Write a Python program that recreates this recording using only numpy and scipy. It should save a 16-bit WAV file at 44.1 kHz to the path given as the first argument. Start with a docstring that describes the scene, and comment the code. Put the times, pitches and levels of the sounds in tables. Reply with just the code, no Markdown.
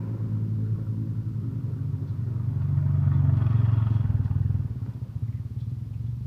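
"""A single-cylinder motorcycle thumps nearer a roadside food stall; a second engine swells, then drones away.
A metal spatula scrapes and later clinks in a pan over steady faint hiss and road murmur.
The motorcycle passes the window, slows to idle, then picks up. Firing pulses are coloured into boom and bark,
random clicks ring the metal parts and noise makes the tyre roar. The far engine is a sum of harmonics;
the spatula is noise through resonances."""
import sys
import numpy as np
from scipy import signal
from scipy.fft import rfft, irfft
from scipy.io import wavfile
from scipy.ndimage import uniform_filter1d

SR = 44100
rng = np.random.default_rng(int(sys.argv[2]) if len(sys.argv) > 2 else 0)


def master(y):
    """Save y as 16-bit WAV."""
    cut = np.clip(np.atleast_2d(y).T, -1, 1)
    pcm = np.round(cut * 32767)  # scale
    wavfile.write(sys.argv[1], SR, pcm.astype(np.int16))


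N = 276066
T = np.arange(N) / SR

# straight pass of the motorcycle; nearest distance and time
SPEED_M_S, ROAD_M, NEAREST_S = 7.3, 5.62, 3.598
# in line with the window: (start [s], end [s], edge softness [s])
WINDOW = (3.366, 4.05, 0.035)
# gone by and facing away: (time [s], softness [s])
GONE = (3.93, 0.29)
# tyre roar spectrum: (frequency [Hz], relative level [dB])
TYRE_SPECTRUM = [(100, -19.5), (410, 5), (490, -9), (570, -0.5), (760, -2), (960, 4), (1050, 1), (1150, -6),
                 (1370, -5), (1700, -10.5), (2300, -14), (4000, -38.5), (8000, -43)]
# low stall resonances: (frequency [Hz], width [Hz], relative level [dB])
ROOM_MODES = [(262.1, 9, 7), (320.4, 10, -1), (395.3, 17, -11.5), (523.4, 4.6, -15.5)]


def undb(db):
    """Decibels to amplitude."""
    return 10 ** (np.asarray(db) / 20)


def unit(x):
    """Scale to RMS 1."""
    return x / np.sqrt(np.mean(x ** 2))


def curves(table):
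    """Each value column, interpolated linearly over time."""
    time_s, *columns = np.transpose(table)
    return [np.interp(T, time_s, column) for column in columns]


def colour(x, spectrum):
    """Shape by (Hz, dB) points, silent above the last, to unit level."""
    hz, db = np.transpose(spectrum)
    bins_hz = np.maximum(np.fft.rfftfreq(2 * N, 1 / SR), 1)
    gain = undb(np.interp(np.log(bins_hz), np.log(hz), db, right=-np.inf))
    return unit(irfft(rfft(x, 2 * N) * gain)[:N])


def noise(spectrum):
    """Unit noise coloured by (Hz, dB) points."""
    return colour(rng.standard_normal(N), spectrum)


def walk(rate_per_s):
    """Random control: Gaussian points at the given rate, joined by lines."""
    return np.interp(T * rate_per_s, np.arange(2048), rng.standard_normal(2048))


def resonate(x, hz, width_hz):
    """One resonance, gain 1 at its centre."""
    return signal.lfilter(*signal.iirpeak(hz, hz / width_hz, fs=SR), x)


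def body(x, modes):
    """Parallel resonances."""
    return sum(undb(db) * resonate(x, hz, width_hz) for hz, width_hz, db in modes)


def cut(x, hz, kind, order):
    """Butterworth high-pass or low-pass."""
    return signal.sosfilt(signal.butter(order, hz, kind, fs=SR, output="sos"), x)


def delay(x, seconds):
    """Fixed or time-varying delay."""
    return np.interp(T - seconds, T, x, left=0)


def blend_ring(x, share, hz, width_hz):
    """Replace a share (fixed or varying) with the unit-level ring of one resonance."""
    return x + share * (unit(resonate(x, hz, width_hz)) - x)


def after(moment_s, softness_s):
    """Smooth step from 0 to 1."""
    return .5 + .5 * np.tanh((T - moment_s) / (2 * softness_s))


def between(start_s, end_s, softness_s):
    """Smooth gate: 1 inside the span, 0 outside."""
    return after(start_s, softness_s) * (1 - after(end_s, softness_s))


def stall(x, wet_db):
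    """Small wooden room: decaying noise as a short diffuse tail."""
    t60_s = .3
    age_s = T[:SR // 2]
    tail = rng.standard_normal(len(age_s)) * undb(-60 * age_s / t60_s) * (age_s > .008)
    wet = signal.fftconvolve(x, tail / np.linalg.norm(tail))[:N]
    return (x + undb(wet_db) * wet) / np.hypot(1, undb(wet_db))


def background():
    """Steady broadband hiss and low road murmur."""
    # (frequency [Hz], relative level [dB])
    air_spectrum = [(20, 13), (60, 30.5), (150, 38), (300, 14.5), (600, 1.5), (1000, 5), (1600, -2),
                    (2500, -3.5), (5000, -6), (7200, -12.5), (11000, -13), (15500, -11)]
    return undb(-45.5) * noise(air_spectrum)


def motorcycle():
    """Firings boom through the exhaust, clicks ring the metal, tyres roar in passing."""
    # engine speed: (time [s], rate [firings/s])
    firing_rate = [(0.0, 23.7), (2.0, 24.0), (3.0, 23.58), (3.5, 22.61), (4.0, 21.62), (4.1, 20.35),
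                   (4.28, 17.79), (4.42, 22.17), (4.6, 19.38), (4.8, 16.41), (5.0, 14.27), (5.18, 14.57),
                   (5.35, 18.43), (5.52, 17.62), (5.7, 20.28), (6.0, 22.69), (6.26, 25.38)]
    # metal resonances: (frequency [Hz], width [Hz], relative level [dB])
    casing_modes = [(651, 59, 11), (805, 140, 4.5), (933, 58, 10.5), (1116, 42, 11.5), (1233, 120, 10),
                    (1430, 82, 5), (1710, 210, -4), (1874, 160, -2)]
    # thin engine covers
    cover_modes = [(2380, 220, -3), (2560, 150, 1.5), (2800, 120, 2.5), (3080, 260, -5), (3305, 70, 6.3),
                   (3700, 260, -8), (4500, 500, -12), (5300, 700, -16)]
    # silencer shield and chain guard, same columns
    guard_modes = [(800, 60, 2), (885, 60, 0), (1110, 90, -3), (1480, 70, 0), (1650, 90, -5),
                   (1850, 130, -8), (2750, 600, -19)]
    # carry: (nearest level [dB], share of distance loss [ratio], walls [dB], window [dB], gone by [dB])
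    casing_carry = (-48, 2, -2.5, 2.3, -7)
    # same columns
    cover_carry = (-70.5, 1.4, -12, 11, -3)
    # same columns
    guard_carry = (-50.5, 3.3, -4, 0, 0)
    # same columns
    tyre_carry = (-52.4, 1.6, -1, 3, -5.5)

    rate, = curves(firing_rate)
    turns = np.cumsum(rate) / SR
    rattle = knocks(turns)
    casing = shaken(rattle, casing_modes) * undb(heard_db(casing_carry))
    covers = shaken(rattle, cover_modes) * undb(heard_db(cover_carry))
    past_window = after(WINDOW[1], WINDOW[2])
    guards = shaken(rattle, guard_modes) * undb(heard_db(guard_carry)) * past_window
    tyres = tyre_roar() * undb(heard_db(tyre_carry))
    return exhaust(rate, turns) + casing + covers + guards + tyres


def heard_db(carry):
    """Level in the stall from distance, walls, window and heading."""
    nearest_db, spread, wall_db, window_db, gone_db = carry
    # level with the open front: (start [s], end [s], softness [s])
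    front = (2.5, 4.77, 0.14)
    distance_m = np.hypot(SPEED_M_S * (T - NEAREST_S), ROAD_M)
    loss_db = spread * 20 * np.log10(distance_m / ROAD_M)
    walls_db = wall_db * (1 - between(*front))
    return nearest_db - loss_db + walls_db + window_db * between(*WINDOW) + gone_db * after(*GONE)


def throttle(rate):
    """0 while speed holds or falls, towards 1 with smoothed acceleration."""
    lag_s, full_hz_per_s = 0.15, 1.4  # full: scale of the tanh
    gaining = uniform_filter1d(np.gradient(rate, T), int(lag_s * SR))
    return np.tanh(np.maximum(delay(gaining, lag_s / 2), 0) / full_hz_per_s)


def effort_db(rate):
    """Exhaust level rises with throttle and revs, sags at each stumble."""
    throttle_db, rev_db_per_octave = 4, 6
    # weak firing: (centre [s], Gaussian length [s], level [dB])
    stumbles = [(4.77, .03, -6), (4.96, .03, -5), (5.03, .03, -2.5), (5.88, .07, -2.5)]
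    sag_db = sum(db * np.exp(-((T - centre_s) / length_s) ** 2) for centre_s, length_s, db in stumbles)
    return throttle_db * throttle(rate) + rev_db_per_octave * np.log2(rate / rate[0]) + sag_db


def firings(turns, rate):
    """One pulse per engine cycle; timing and strength less even at low speed."""
    jitter_s, strength_db = .00014, .5  # spreads at top speed
    times_s = np.interp(np.arange(1, int(turns[-1]) + 1), turns, T)
    uneven = (rate.max() / np.interp(times_s, T, rate)) ** 2
    late, strong = rng.standard_normal((len(times_s), 2)).T * uneven
    pulses = np.zeros(N)
    # late already holds one factor of uneven
    at = np.clip((times_s + jitter_s * uneven * late) * SR, 0, N - 1).astype(int)
    pulses[at] = undb(strength_db * strong)
    return unit(pulses / np.sqrt(rate))


def exhaust(rate, turns):
    """Firing pulses and turbulent gas become a silencer boom and gassy bark, and ring the stall."""
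    # boom spectra: (frequency [Hz], relative level [dB])
    ahead_spectrum = [(45, -38), (74, -24), (87, -3), (95, -1), (114, .5), (143, 0), (158, -17), (172, -31),
                      (260, -60)]
    # right behind, same columns
    behind_spectrum = [(25, -39), (48, -19), (68, -2.5), (85, -1.5), (103, 0), (135, -1.5), (160, -15),
                       (200, -31), (330, -55)]
    # down the road, same columns
    away_spectrum = [(25, -46), (50, -24), (72, -3), (95, -1), (115, 0), (135, -2), (152, -9), (168, -22),
                     (260, -52)]
    # silencer overtones, same columns
    bark_spectrum = [(120, -10.5), (163, 3), (190, 0), (220, -1), (245, -3.5), (264, -10.5), (290, -14),
                     (335, -26.5), (430, -21.5), (490, -31), (900, -39), (3000, -82.5)]
    # overtones from behind, same columns
    bark_behind_spectrum = [(120, -17.5), (165, -1.5), (188, 5.5), (212, 5.5), (245, 3.5), (270, -8.5),
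                            (290, -8.5), (345, -17), (420, -13), (490, -16.5), (900, -38), (3000, -73.5)]
    # wall echo: (time [s], lag [s], share [ratio])
    wall_echo = [(0, .018, .3), (1.2, .0167, .45), (1.6, .0172, .4), (1.95, .0203, .35), (2.35, .017, .45),
                 (2.75, .0205, .4), (3.2, .0212, .45), (3.5, .019, .1), (4.0, .0195, .2), (4.6, .021, .4),
                 (4.85, .0175, .4), (5.3, .0185, .3), (6.26, .0168, .35)]
    # carry: (nearest level [dB], share of distance loss [ratio], walls [dB], window [dB], gone by [dB])
    boom_carry = (-19.5, 1.41, -1, -1, 0.5)
    # same columns
    bark_carry = (-36, 0.79, -4, 0, -2.5)
    # room ringing, same columns
    ring_carry = (-45, 1, 0, -1, -4.5)
    # open pipe end points at the stall: (start [s], end [s], softness [s])
    rear_span = (4.03, 4.7, 0.018)
    rear_db, away_db, open_db, burble_base_db = 0, -0.4, -2.5, -20
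    echo_wander_s, idle_waver_s = .0009, .0009

    effort, in_window, gone = effort_db(rate), between(*WINDOW), after(*GONE)
    boom_db = heard_db(boom_carry) + effort
    bark_db = heard_db(bark_carry) + 0.16 * effort
    rear, away = between(*rear_span), after(*rear_span[1:])
    pulses = firings(turns, rate)
    swell = delay(pulses, .0125)
    gas = unit(np.exp(-(turns % 1) / 1.3) * rng.standard_normal(N))
    # gas between strokes stands out most when the boom is weak
    burble = gas * undb(-.6 * (boom_db - boom_db.max()) + burble_base_db)

    # the moving echo lifts one firing harmonic after another
    lag_s, share = curves(wall_echo)
    lag_s = lag_s + echo_wander_s * gone * walk(14)
    thumps = (swell + share * delay(swell, lag_s)) / np.hypot(1, share) + burble

    # deepest room resonance, through the window
    ahead = blend_ring(colour(thumps, ahead_spectrum), 0.24 * in_window, hz=110, width_hz=8.5)
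    # pipe ring
    behind = unit(blend_ring(colour(thumps, behind_spectrum), .1, hz=101, width_hz=16))
    narrow = colour(thumps, away_spectrum)
    # the stall rings along near 120 Hz, with wavering pitch
    distant = unit(blend_ring(narrow, .33, hz=120, width_hz=26))
    distant = delay(distant, idle_waver_s * walk(30))
    # opening the throttle tightens the thump
    behind = behind + throttle(rate) * (undb(open_db) * narrow - behind)
    boom = (1 - rear - away) * ahead + rear * undb(rear_db) * behind + away * undb(away_db) * distant

    puffs = delay(pulses, .004) + .55 * gas
    barks = stall(puffs, wet_db=-3)
    bark = (1 - gone) * colour(barks, bark_spectrum) + gone * colour(barks, bark_behind_spectrum)
    ringing = cut(body(puffs + 4.3 * gas, ROOM_MODES), 210, "high", order=3)
    ringing = unit(cut(ringing, 560, "low", order=4))
    return boom * undb(boom_db) + bark * undb(bark_db) + ringing * undb(heard_db(ring_carry))


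def knocks(turns):
    """Valve gear and combustion: dense random clicks, strongest just after each firing."""
    clicks_per_s, accent, accent_phase_turns = 1800, 1.2, .15
    clicks = (rng.random(N) < clicks_per_s / SR) * rng.standard_normal(N)
    return unit(clicks * (1 + accent * np.exp(-((turns - accent_phase_turns) % 1) / .3)))


def shaken(x, modes):
    """Metal resonances on a running engine, each fluttering in level and delay; unit level."""
    flutter_db, flutter_per_s, waver_s = 2.8, 21, .00025
    out = 0
    for hz, width_hz, db in modes:
        ring = resonate(resonate(x, hz, width_hz), hz, 4 * width_hz)
        level_db = db + flutter_db * np.tanh(walk(flutter_per_s))
        out = out + undb(level_db) * delay(ring, waver_s * walk(flutter_per_s))
    return unit(out)


def tyre_roar():
    """Tread and grit flicker the roar; its echo off the bank across the road sweeps a comb through it."""
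    extra_m, share, sound_m_s = 5, 0.83, 343
    along_m = SPEED_M_S * (T - NEAREST_S)
    path_m = np.hypot(along_m, ROAD_M + extra_m) - np.hypot(along_m, ROAD_M)
    roar = noise(TYRE_SPECTRUM)
    flicker = undb(2 * walk(24) + 0.3 * walk(6.5))  # dB
    return unit(roar + share * delay(roar, path_m / sound_m_s)) * flicker


def far_engine():
    """Wavering harmonics over rumble, clatter, tyre noise and a noise-fed hum in the stall modes."""
    # (harmonic [multiple], relative level [dB])
    orders = [(1, -21), (2, 0), (3, -12.5), (4, -14), (5, -22), (6, -25), (7, -28), (8, -33), (10, -38)]
    # (frequency [Hz], relative level [dB])
    rumble_spectrum = [(25, -25.5), (50, -18.5), (90, -17.5), (170, 9.5), (300, -5.5), (420, -8),
                       (550, -11.5), (650, -33.5), (1500, -33), (4000, -53.5)]
    # (frequency [Hz], width [Hz], relative level [dB])
    far_casing_modes = [(975, 96, 2.5), (1126, 100, 2), (1340, 90, 2), (1480, 240, -3)]
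    mean_hz, peak_s, rise_db_per_s, fade_db_per_s = 54.6, 0.63, 5, 4.5
    engine_db, rumble_db, clatter_db, hum_db = -27, -14, -64, -46.7  # rumble: relative to engine
    rumble_fade_db_per_s, tyre_db, tyre_fade_db_per_s = 3.8, -54, 23.5
    gone_s, gone_softness_s = 2.89, 1

    since_s = T - peak_s
    swell_db = rise_db_per_s * np.minimum(since_s, 0) - fade_db_per_s * np.maximum(since_s, 0)
    turns = np.cumsum(mean_hz * (1 + .009 * walk(16))) / SR
    drone = 0
    for k, line_db in orders:
        # higher harmonics flutter more
        line = np.sin(2 * np.pi * (k * turns + rng.random()))
        drone = drone + undb(line_db + .7 * k * walk(11)) * line
    rumble = noise(rumble_spectrum) * undb(2.2 * walk(16) - rumble_fade_db_per_s * T)
    tyres = noise(TYRE_SPECTRUM) * undb(tyre_db - tyre_fade_db_per_s * T)
    clatter = shaken(knocks(turns), far_casing_modes)
    hum = 0
    for hz, width_hz, db in ROOM_MODES:
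        ring = resonate(resonate(rng.standard_normal(N), hz, width_hz), hz, 2 * width_hz)
        hum = hum + undb(db) * unit(ring)
    engine = undb(engine_db) * (undb(swell_db) * unit(drone) + undb(rumble_db) * rumble)
    leaving = engine + undb(clatter_db) * clatter + undb(hum_db) * unit(hum)
    return leaving * (1 - after(gone_s, gone_softness_s)) + tyres


def spatula():
    """Stick-slip scraping: each stroke is one noise-fed ring plus broad rasp."""
    # (start [s], length scale [s], level [dB], ring [Hz], width/ring [ratio], rasp/ring [dB])
    strokes = [(0.775, .055, -55, 450, .4, -14), (1.415, .04, -59, 1270, .06, -14),
               (1.66, .05, -51, 450, .3, -18), (2.01, .04, -49, 360, .3, -22),
               (2.26, .05, -49, 360, .35, -22), (4.658, 0.08, -56.5, 404, .3, -18),
               (4.852, 0.055, -53, 330, .9, -7), (5.03, 0.052, -60, 505, .2, -18),
               (5.575, .04, -74, 3500, .2, -3), (5.66, .035, -62, 420, .2, -12)]
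    # (frequency [Hz], relative level [dB])
    rasp_spectrum = [(300, -11), (1000, 4), (3000, -14.5), (5500, -16), (9000, -36), (15000, -35.5)]
    out, rasp = np.zeros(N), noise(rasp_spectrum)
    slips = undb(3 * walk(300))
    for start_s, length_s, db, hz, width, rasp_db in strokes:
        age = np.clip((T - start_s) / length_s, 0, 4)
        pressure = 3 * age * np.exp(1 - 3 * age)
        ring = resonate(slips * rng.standard_normal(N), hz, width * hz)
        ring = unit(resonate(ring, hz, (width + .25) * hz))
        out += undb(db) * pressure * (ring + undb(rasp_db) * slips * rasp)
    return stall(out, wet_db=-14)


def taps():
    """Blade knocks: cushioned noise pushes ring the pan modes near each tap's centre frequency."""
    # (start [s], level [dB], ring centre [Hz], spread [octaves], contact decay [s])
    knock_list = [(2.072, -67.5, 4000, .2, .014), (2.612, -64.5, 2000, .6, .009),
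                  (3.128, -65.5, 3400, .17, .013), (3.365, -68, 4000, .5, .008),
                  (3.902, -68, 3700, .6, .008), (3.935, -67.5, 3700, .6, .008), (4.24, -68, 3700, .6, .009),
                  (4.93, -73, 3800, .6, .007), (5.274, -69.5, 2030, .12, .006),
                  (5.323, -67.5, 2030, .2, .008), (5.362, -68, 2000, .12, .009),
                  (5.598, -65.7, 3620, .2, .008), (5.692, -73, 3500, .8, .009),
                  (5.931, -69.3, 2520, .12, .006), (6.064, -72.5, 3450, .15, .005)]
    # pan and blade: (frequency [Hz], width [Hz], relative level [dB])
    pan_modes = [(1290, 30, -2), (1860, 30, -2), (2030, 24, 0), (2520, 24, 0), (2690, 35, -3),
                 (3380, 30, -1), (3520, 30, 0), (3950, 60, 0), (4300, 70, -2), (4750, 90, -4),
                 (5500, 120, -6)]
    cushion = .8  # exponent: food lets the push swell before it fades
    scratch_db, level_window_s = -7, .035
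    out = np.zeros(N)
    age_s = T[:SR // 4]
    for start_s, db, centre_hz, spread, contact_s in knock_list:
        push = rng.standard_normal(len(age_s)) * age_s ** cushion * np.exp(-age_s / contact_s)
        ring = 0
        for hz, width_hz, mode_db in pan_modes:
            nearness = np.exp(-.5 * (np.log2(hz / centre_hz) / spread) ** 2)
            ring = ring + undb(mode_db) * nearness * unit(resonate(push, hz, width_hz))
        scratch = resonate(push, centre_hz, spread * centre_hz)
        scratch = unit(resonate(scratch, centre_hz, centre_hz))
        tap = unit(unit(ring) + undb(scratch_db) * scratch)
        # level refers to the energy averaged over level_window_s
        tap = undb(db) * np.sqrt(level_window_s / age_s[-1]) * tap
        at = int(start_s * SR)
        out[at:at + len(tap)] += tap[:N - at]
    return stall(out, wet_db=-7)


def scene():
    """Sum of all layers, one channel."""
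    return (background() + motorcycle() + far_engine() + spatula() + taps())[None]


def record(dry):
    """4 ms fade-in, then a steep elliptic low-pass."""
    top_hz = 15500
    dry = dry * np.minimum(T / .004, 1)
    return signal.sosfilt(signal.ellip(12, .1, 80, top_hz, fs=SR, output="sos"), dry)


dry = scene()
out = record(dry)
master(out)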